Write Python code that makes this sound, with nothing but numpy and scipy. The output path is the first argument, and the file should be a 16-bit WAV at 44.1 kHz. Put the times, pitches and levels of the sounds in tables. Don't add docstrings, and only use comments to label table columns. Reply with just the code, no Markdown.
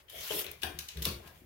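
import sys
import numpy as np
from scipy import signal
from scipy.fft import rfft, irfft
from scipy.io import wavfile

SR = 44100
rng = np.random.default_rng(int(sys.argv[2]) if len(sys.argv) > 2 else 0)


def ratio(d):
    e = np.asarray(d, float) / 20
    return 10 ** e


def log_audio(samples):
    frames = np.atleast_2d(samples).T
    limited = np.clip(frames, -1, 1)
    pcm = np.round(limited * 32767).astype(np.int16)
    wavfile.write(sys.argv[1], SR, pcm)


N = 63945

# f/Hz, level/dB, t60/s
PIPE = [(236, -0.5, 0.25), (305.5, 0, 0.175), (355.8, 1.5, 0.22), (425, 6.5, 0.052), (508, 4.5, 0.06),
        (550, 5, 0.059), (648, 8.5, 0.035), (750, 7.5, 0.035), (850, 2.5, 0.048), (1032, 6.5, 0.024),
        (1270, 3, 0.053), (1630, 19, 0.074)]
# f/Hz, level/dB, t60/s
BOARD = [(44, -42, 0.17), (71.6, 8.5, 0.22), (81, 4.5, 0.18), (121.2, -9.5, 0.41), (160, -1, 0.17),
         (209.6, -10.5, 0.26)]


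def rms_one(x):
    return x / np.sqrt(np.mean(x ** 2) + 1e-20)


def at_hz(points, hz):
    table_hz, value = np.array(points).T
    return np.interp(np.log(hz), np.log(table_hz), value)


def over_time(s, value):
    return np.interp(np.arange(N) / SR, s, value)


def drift(rate_hz):
    r = np.exp(-80 * np.pi * rate_hz / SR)
    white = rng.standard_normal(N // 40 + 2002)
    slow = signal.lfilter([1], [1, -2 * r, r * r], white)[2000:]
    return np.interp(np.arange(N) / 40, np.arange(len(slow)), rms_one(slow))


def swell(s, length):
    return over_time([s, s + 0.18 * length, s + length], [0, 1, 0])


def sides(pan_db):
    return ratio(np.array([[0.5], [-0.5]]) * pan_db)


def off_centre(hz, centre_hz, fall_db):
    return -fall_db * np.log2(hz / centre_hz) ** 2


def ring(push, hz, t60):
    r, w = ratio(-60 / (t60 * SR)), 2 * np.pi * hz / SR
    return signal.lfilter([0, np.sin(w)], [1, -2 * r * np.cos(w), r * r], push + 1e-18)


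def peaks(x, table):
    out = 0
    for k, (hz, width, db) in enumerate(table):
        r, w = np.exp(-np.pi * width / SR), 2 * np.pi * hz / SR
        top = np.array([1, 0, -1]) * (1 - r * r) / 2
        out = out + (-1) ** k * ratio(db) * signal.lfilter(top, [1, -2 * r * np.cos(w), r * r], x)
    return out


def bands(white, gain_at):
    # f/Hz, left-right likeness (0 to 1)
    likeness = [(60, 0.69), (150, 0.26), (300, 0.55), (1500, 0.018), (12000, 0.05)]
    band_edges = 28 * 2 ** np.arange(0, 9.6, 0.5)
    out = 0
    for k, (low, high) in enumerate(zip(band_edges, band_edges[1:])):
        sos = signal.butter(2, [low, high], "band", fs=SR, output="sos")
        mid, side = signal.sosfilt(sos, white[k % 2])
        hz = np.sqrt(low * high)
        alike = np.clip(at_hz(likeness, hz), 0, 1)
        wide = np.sqrt(1 - alike) * side * [[1], [-1]]
        out = out + gain_at(hz) * (np.sqrt(1 + alike) * mid + wide)
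    return out


def struck(hits, modes, fall_db, cycles):
    out, t = np.zeros((2, N + SR)), np.arange(SR // 2) / SR
    for s, db, centre_hz, *pan_db in hits:
        bump = np.sin(np.pi * np.clip(t * centre_hz / cycles, 0, 1)) ** 2
        push = bump * np.sin(2 * np.pi * centre_hz * t)
        strength = (-1) ** np.arange(len(modes)) * ratio(rng.normal(0, 2.87, len(modes)))
        sound = 0
        for (hz, mode_db, t60), c in zip(modes, strength):
            sound = sound + c * ratio(mode_db + off_centre(hz, centre_hz, fall_db)) * ring(push, hz, t60)
        i = int(s * SR)
        out[:, i:i + len(t)] -= ratio(db) * sound / np.abs(sound).max() * sides(sum(pan_db, 1.0))
    return out[:, :N]


def hush():
    # f/Hz, level/dB per Hz
    hush_colour = [(18, -39), (30, -8), (75, -3.5), (259, -33), (473, -14), (962, -24), (2230, -24.5),
                   (7670, -37.5), (16000, -27)]
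    white = rng.standard_normal((2, 2, N))
    return ratio(-63.5) * rms_one(bands(white, lambda hz: ratio(at_hz(hush_colour, hz) + 2 * drift(6))))


def rub():
    # t/s, level/dB, brightness/dB per octave
    rub_course = [(0, -59.5, -5.2), (0.068, -88.5, 3.5), (0.102, -54.5, -1), (0.15, -51, -0.3),
                  (0.22, -44, 0.1), (0.3, -37, -0.4), (0.361, -35.5, 1.5), (0.422, -41, 0.4),
                  (0.485, -50, -2), (0.58, -63.5, -1), (0.95, -57.5, -3.1), (1.012, -49, -2.5),
                  (1.05, -49, -1.5), (1.118, -59, -0.8), (1.198, -61.5, -3), (1.272, -55.5, -2.8),
                  (1.33, -61.5, -1.5), (1.45, -68, -1.5)]
    # f/Hz, level/dB per Hz
    rub_colour = [(530, -17.5), (900, -11), (1510, -8), (3190, -2), (4050, -6), (5480, -7), (9530, -14),
                  (12300, -6), (16000, -7.5)]
    grain_share, grains_per_s = 0.34, 2500
    grain_size = ratio(2.9 * np.minimum(rng.exponential(1, (2, 2, N)), 3.0))
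    grit = grain_size * (rng.random((2, 2, N)) < grains_per_s / SR)
    white = rng.standard_normal((2, 2, N)) * (1 - grain_share + grain_share * rms_one(grit))
    together = 1.36 * drift(11.4) + 0.88 * drift(94)
    s, db, tilt_db = np.transpose(rub_course)
    bright = over_time(s, tilt_db)

    def gain_at(hz):
        flutter = together + 2.13 * drift(12.4)
        return ratio(at_hz(rub_colour, hz) + flutter + bright * np.log2(hz / 4000))

    return ratio(over_time(s, db)) * rms_one(bands(white, gain_at)) * sides(4.0)


def creep():
    # t/s, level/dB
    weight = [(0, -67), (0.1, -77), (0.2, -51), (0.27, -66), (0.398, -65), (0.501, -53), (0.6, -61.5),
              (0.7, -54.5), (0.8, -54.5), (0.92, -65.5), (1.0, -47), (1.18, -49.5), (1.23, -61.5),
              (1.45, -59)]
    s, db = np.transpose(weight)
    shaken = 0
    for hz, mode_db, t60 in BOARD:
        shaken = shaken + ratio(mode_db) * rms_one(ring(rng.standard_normal(N), hz, t60 / 2))
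    return ratio(over_time(s, db)) * rms_one(shaken) * sides(0.9)


def drags():
    glove_drags = [
        (0.0, 0.22, -73, 380),
        (0.11, 0.22, -56, 490),
        (0.31, 0.29, -48, 435),
        (0.626, 0.14, -50.5, 880),
        (0.63, 0.14, -49, 320),
        (0.94, 0.25, -52.5, 367),
        (1.092, 0.072, -77, 430),
        (1.055, 0.085, -48, 244),
        (1.22, 0.19, -60, 970),
    ]
    out = 0
    for s, length, db, centre_hz in glove_drags:
        white = rng.standard_normal((2, N)) + 1.04 * rng.standard_normal(N)
        sung = 0
        for k, (hz, mode_db, t60) in enumerate(PIPE):
            gain = (-1) ** k * ratio(mode_db + off_centre(hz, centre_hz, 26.7))
            sung = sung + gain * rms_one(ring(white, hz, t60))
        out = out + ratio(db) * rms_one(sung) * swell(s, length)
    return out * sides(5.7)


def sings():
    sung_tones = [(0.077, 0.1, -57.5, 3130, 12), (0.102, 0.34, -51.5, 3190, 6.2),
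                  (0.14, 0.15, -53, 2120, 7.5), (0.14, 0.29, -55.5, 5900, 7.7),
                  (0.291, 0.031, -38.5, 3000, 15), (0.304, 0.021, -38.5, 3080, 8.8),
                  (0.346, 0.071, -46.5, 5400, 36), (0.36, 0.087, -46.5, 3400, 10),
                  (0.32, 0.13, -46, 11650, 8), (0.63, 0.066, -55, 3200, 6.5),
                  (1.05, 0.099, -46.5, 1080, 3.6), (1.1, 0.11, -64, 2700, 7.1),
                  (1.056, 0.13, -44.5, 4440, 4.8), (1.056, 0.084, -62, 5500, 13),
                  (0.129, 0.14, -53, 650, 9.3), (0.628, 0.094, -46, 772, 4.1),
                  (0.11, 0.17, -56, 12800, 3.3), (0.63, 0.025, -49, 15700, 10),
                  (1.052, 0.055, -51, 1670, 4), (0.33, 0.063, -44, 380, 3.4)]
    out = 0
    for s, length, db, hz, sharp in sung_tones:
        one = [(hz, hz / sharp, 0)]
        level = ratio(db + 1.8 * drift(51))
        sung = peaks(peaks(rng.standard_normal((2, N)), one), one)
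        out = out + level * rms_one(sung) * swell(s, length)
    return out * sides(4.6)


def snaps():
    # t/s, body peak level/dB, sizzle peak level/dB, body centre f/Hz, left-right/dB
    blade_snaps = [(0.083, -56.5, -77, 3270, 7), (0.098, -44, -43.5, 4360, 5.5),
                   (0.443, -43, -43.5, 3440, 17), (0.4647, -35.5, -49, 3500, 3),
                   (0.5147, -46.5, -42.5, 4500, 4), (0.618, -43.5, -46, 5100, 4),
                   (0.6222, -43, -46, 2940, 12), (0.6323, -26.5, -29.5, 3500, 5),
                   (0.788, -32, -31, 4320, 4.5), (0.884, -46.5, -41.5, 4340, 6),
                   (0.887, -35.5, -51, 4860, 3), (0.9707, -41.5, -40.5, 3950, 5.5),
                   (1.0209, -32, -35, 3810, 6), (1.025, -33.5, -29, 5830, 0), (1.0521, -23, -23, 4360, 4.5),
                   (1.274, -51, -50, 4500, 5)]
    faint_snap = [
        (1.0455, -36, -40, 3600, 5.0),
    ]
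    # f/Hz, width/Hz, level/dB
    snap_body = [(2106, 1190, 2), (2890, 647, 4), (3726, 950, 2.5), (4500, 1240, 0.5), (5530, 1350, 0.5),
                 (6570, 2350, -2.5)]
    # f/Hz, width/Hz, level/dB
    snap_sizzle = [(8530, 1260, 0), (10820, 1480, 3), (14700, 1640, 4)]
    rise_s, t60_s = 0.00052, 0.02
    out, t = np.zeros((2, N + SR)), np.arange(SR // 8) / SR
    shape = (1 - np.exp(-t / rise_s)) * ratio(-60 * t / t60_s)
    for s, body_db, sizzle_db, centre_hz, pan_db in [*blade_snaps, *faint_snap]:
        crackle = rng.standard_normal((2, len(t))) * shape
        body = peaks(crackle, [(hz, w, d + off_centre(hz, centre_hz, 12)) for hz, w, d in snap_body])
        sizzle = peaks(crackle, snap_sizzle)
        both = body / np.abs(body).max() * ratio(body_db) + sizzle / np.abs(sizzle).max() * ratio(sizzle_db)
        i = int(s * SR)
        out[:, i:i + len(t)] += 2 * both * sides(pan_db)
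    return out[:, :N]


def ticks():
    # t/s, peak level/dB, centre f/Hz
    hook_ticks = [
        (0.097, -44, 14500),
        (0.3525, -38, 13000),
        (0.385, -40, 12000),
        (0.407, -39, 15000),
        (0.444, -39, 14000),
        (0.4648, -36, 15500),
        (0.5149, -27.5, 15000),
        (1.0217, -33, 13000),
    ]
    t60_s, wide_db = 0.0047, -18
    out, t = np.zeros((2, N)), np.arange(SR // 20) / SR
    for s, db, centre_hz in hook_ticks:
        noise = rng.standard_normal((2, len(t))) + 0.51 * rng.standard_normal(len(t))
        contact = (noise + 8.5 * (t == 0)) * ratio(-60 * t / t60_s)
        tick = peaks(contact, [(centre_hz, 1800, 0), (8000, 9000, wide_db)])
        i = int(s * SR)
        out[:, i:i + len(t)] += 2 * ratio(db) * tick / np.abs(tick).max() * sides(4.2)
    return out


def knocks():
    # t/s, peak level/dB, centre f/Hz, left-right/dB
    pipe_knocks = [(0.3045, -38.5, 850, 3.5), (0.315, -45, 425, -4), (0.35, -45.5, 570, -10),
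                   (0.6295, -43, 346, 1), (0.634, -44.5, 774, 5), (0.66, -46, 784, 2),
                   (0.74, -51, 355, 5.5), (1.058, -34.5, 470, 0.5), (1.11, -40.5, 328, 4.5),
                   (1.2, -55.5, 750, 13), (1.29, -60, 1400, 8), (1.41, -52, 280, 6.5)]
    return struck(pipe_knocks, PIPE, 13.5, 1.56)


def taps():
    # t/s, peak level/dB, centre f/Hz, left-right/dB
    fitting_taps = [(0.3048, -32.5, 460, 11.5), (0.33, -40, 376, 2), (0.347, -38.5, 438, 9),
                    (0.368, -44.5, 440, 11), (0.6275, -39, 313, 3.0), (0.6325, -35, 1626, 5),
                    (0.6323, -31.5, 3500, 17), (0.7885, -46, 2040, 11), (1.0528, -27, 5260, -1),
                    (1.0532, -37, 2900, 1), (1.062, -37.5, 330, 2)]
    # f/Hz, level/dB, t60/s
    fitting = [(236.8, -4, 0.21), (316, 0, 0.078), (370, -4, 0.063), (439.3, 6.5, 0.069), (622, 4.5, 0.2),
               (1626, 7, 0.1), (2150, 0, 0.055), (2860, 0, 0.036), (3500, 9, 0.026), (3900, 4, 0.035),
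               (4500, -8, 0.019), (5240, -1, 0.022)]
    return struck(fitting_taps, fitting, 49.0, 1.35)


def thumps():
    # t/s, peak level/dB, centre f/Hz
    knee_thumps = [
        (0.305, -47.5, 123),
        (0.35, -46.5, 184),
        (0.63, -41.5, 137),
        (0.74, -47.5, 148),
        (0.78, -56, 72.4),
        (1.066, -32, 160),
        (1.095, -59, 149),
        (1.25, -48.5, 160),
        (1.36, -60, 82),
    ]
    return struck(knee_thumps, BOARD, 6.6, 0.99)


def room(x):
    # f/Hz, t60/s
    room_t60 = [(200, 0.82), (1000, 0.51), (4000, 0.31), (12000, 0.31)]
    # f/Hz, level/dB
    room_colour = [(200, -1), (1000, 12), (3500, -3.5), (7500, 1), (14000, -2.7)]
    gap_s = 0.00086
    t = np.arange(N) / SR
    white = rng.standard_normal((2, 2, N))
    tail = bands(white, lambda hz: ratio(at_hz(room_colour, hz) - 60 * t / at_hz(room_t60, hz)))
    tail = tail * np.clip(t / gap_s - 1, 0, 1)
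    return ratio(-32) * signal.fftconvolve(x, tail, axes=1)[:, :N]


def shudder():
    board_shudders = [
        (0.949, 0.19, -35.5, 67.3),
        (0.95, 0.17, -42.5, 160),
        (1.056, 0.17, -42.5, 63.8),
    ]
    t = np.arange(N) / SR
    out = 0
    for s, length, db, hz in board_shudders:
        out = out + ratio(db) * np.sin(2 * np.pi * hz * (t - s)) * swell(s, length)
    return out * sides(1.0)


def scene():
    snap, knock = snaps(), knocks()
    blade = rub() + sings() + snap + ticks()
    pipe = drags() + knock + taps()
    floor = creep() + thumps() + shudder()
    return hush() + blade + pipe + floor + room(snap + ratio(-9) * knock)


def roll_off(x):
    return signal.sosfilt(signal.butter(12, 17140, fs=SR, output="sos"), x)


def record(dry):
    # f/Hz, left-right/dB
    port_lean = [(150, 0.4), (400, 0.4), (2500, 2.5), (5000, -1), (9000, -2), (13000, -1.8)]
    hz = np.arange(1, N // 2 + 2) * SR / N
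    ports = irfft(rfft(dry) * sides(at_hz(port_lean, hz)), N)
    top = 0.24
    rounded = top * np.tanh(ports / top)
    thin = signal.sosfilt(signal.butter(2, 51, "high", fs=SR, output="sos"), rounded)
    mix = signal.sosfilt(signal.ellip(8, 0.5, 30, 15900, fs=SR, output="sos"), thin)
    return roll_off(mix)


dry = scene()
out = record(dry)
log_audio(out)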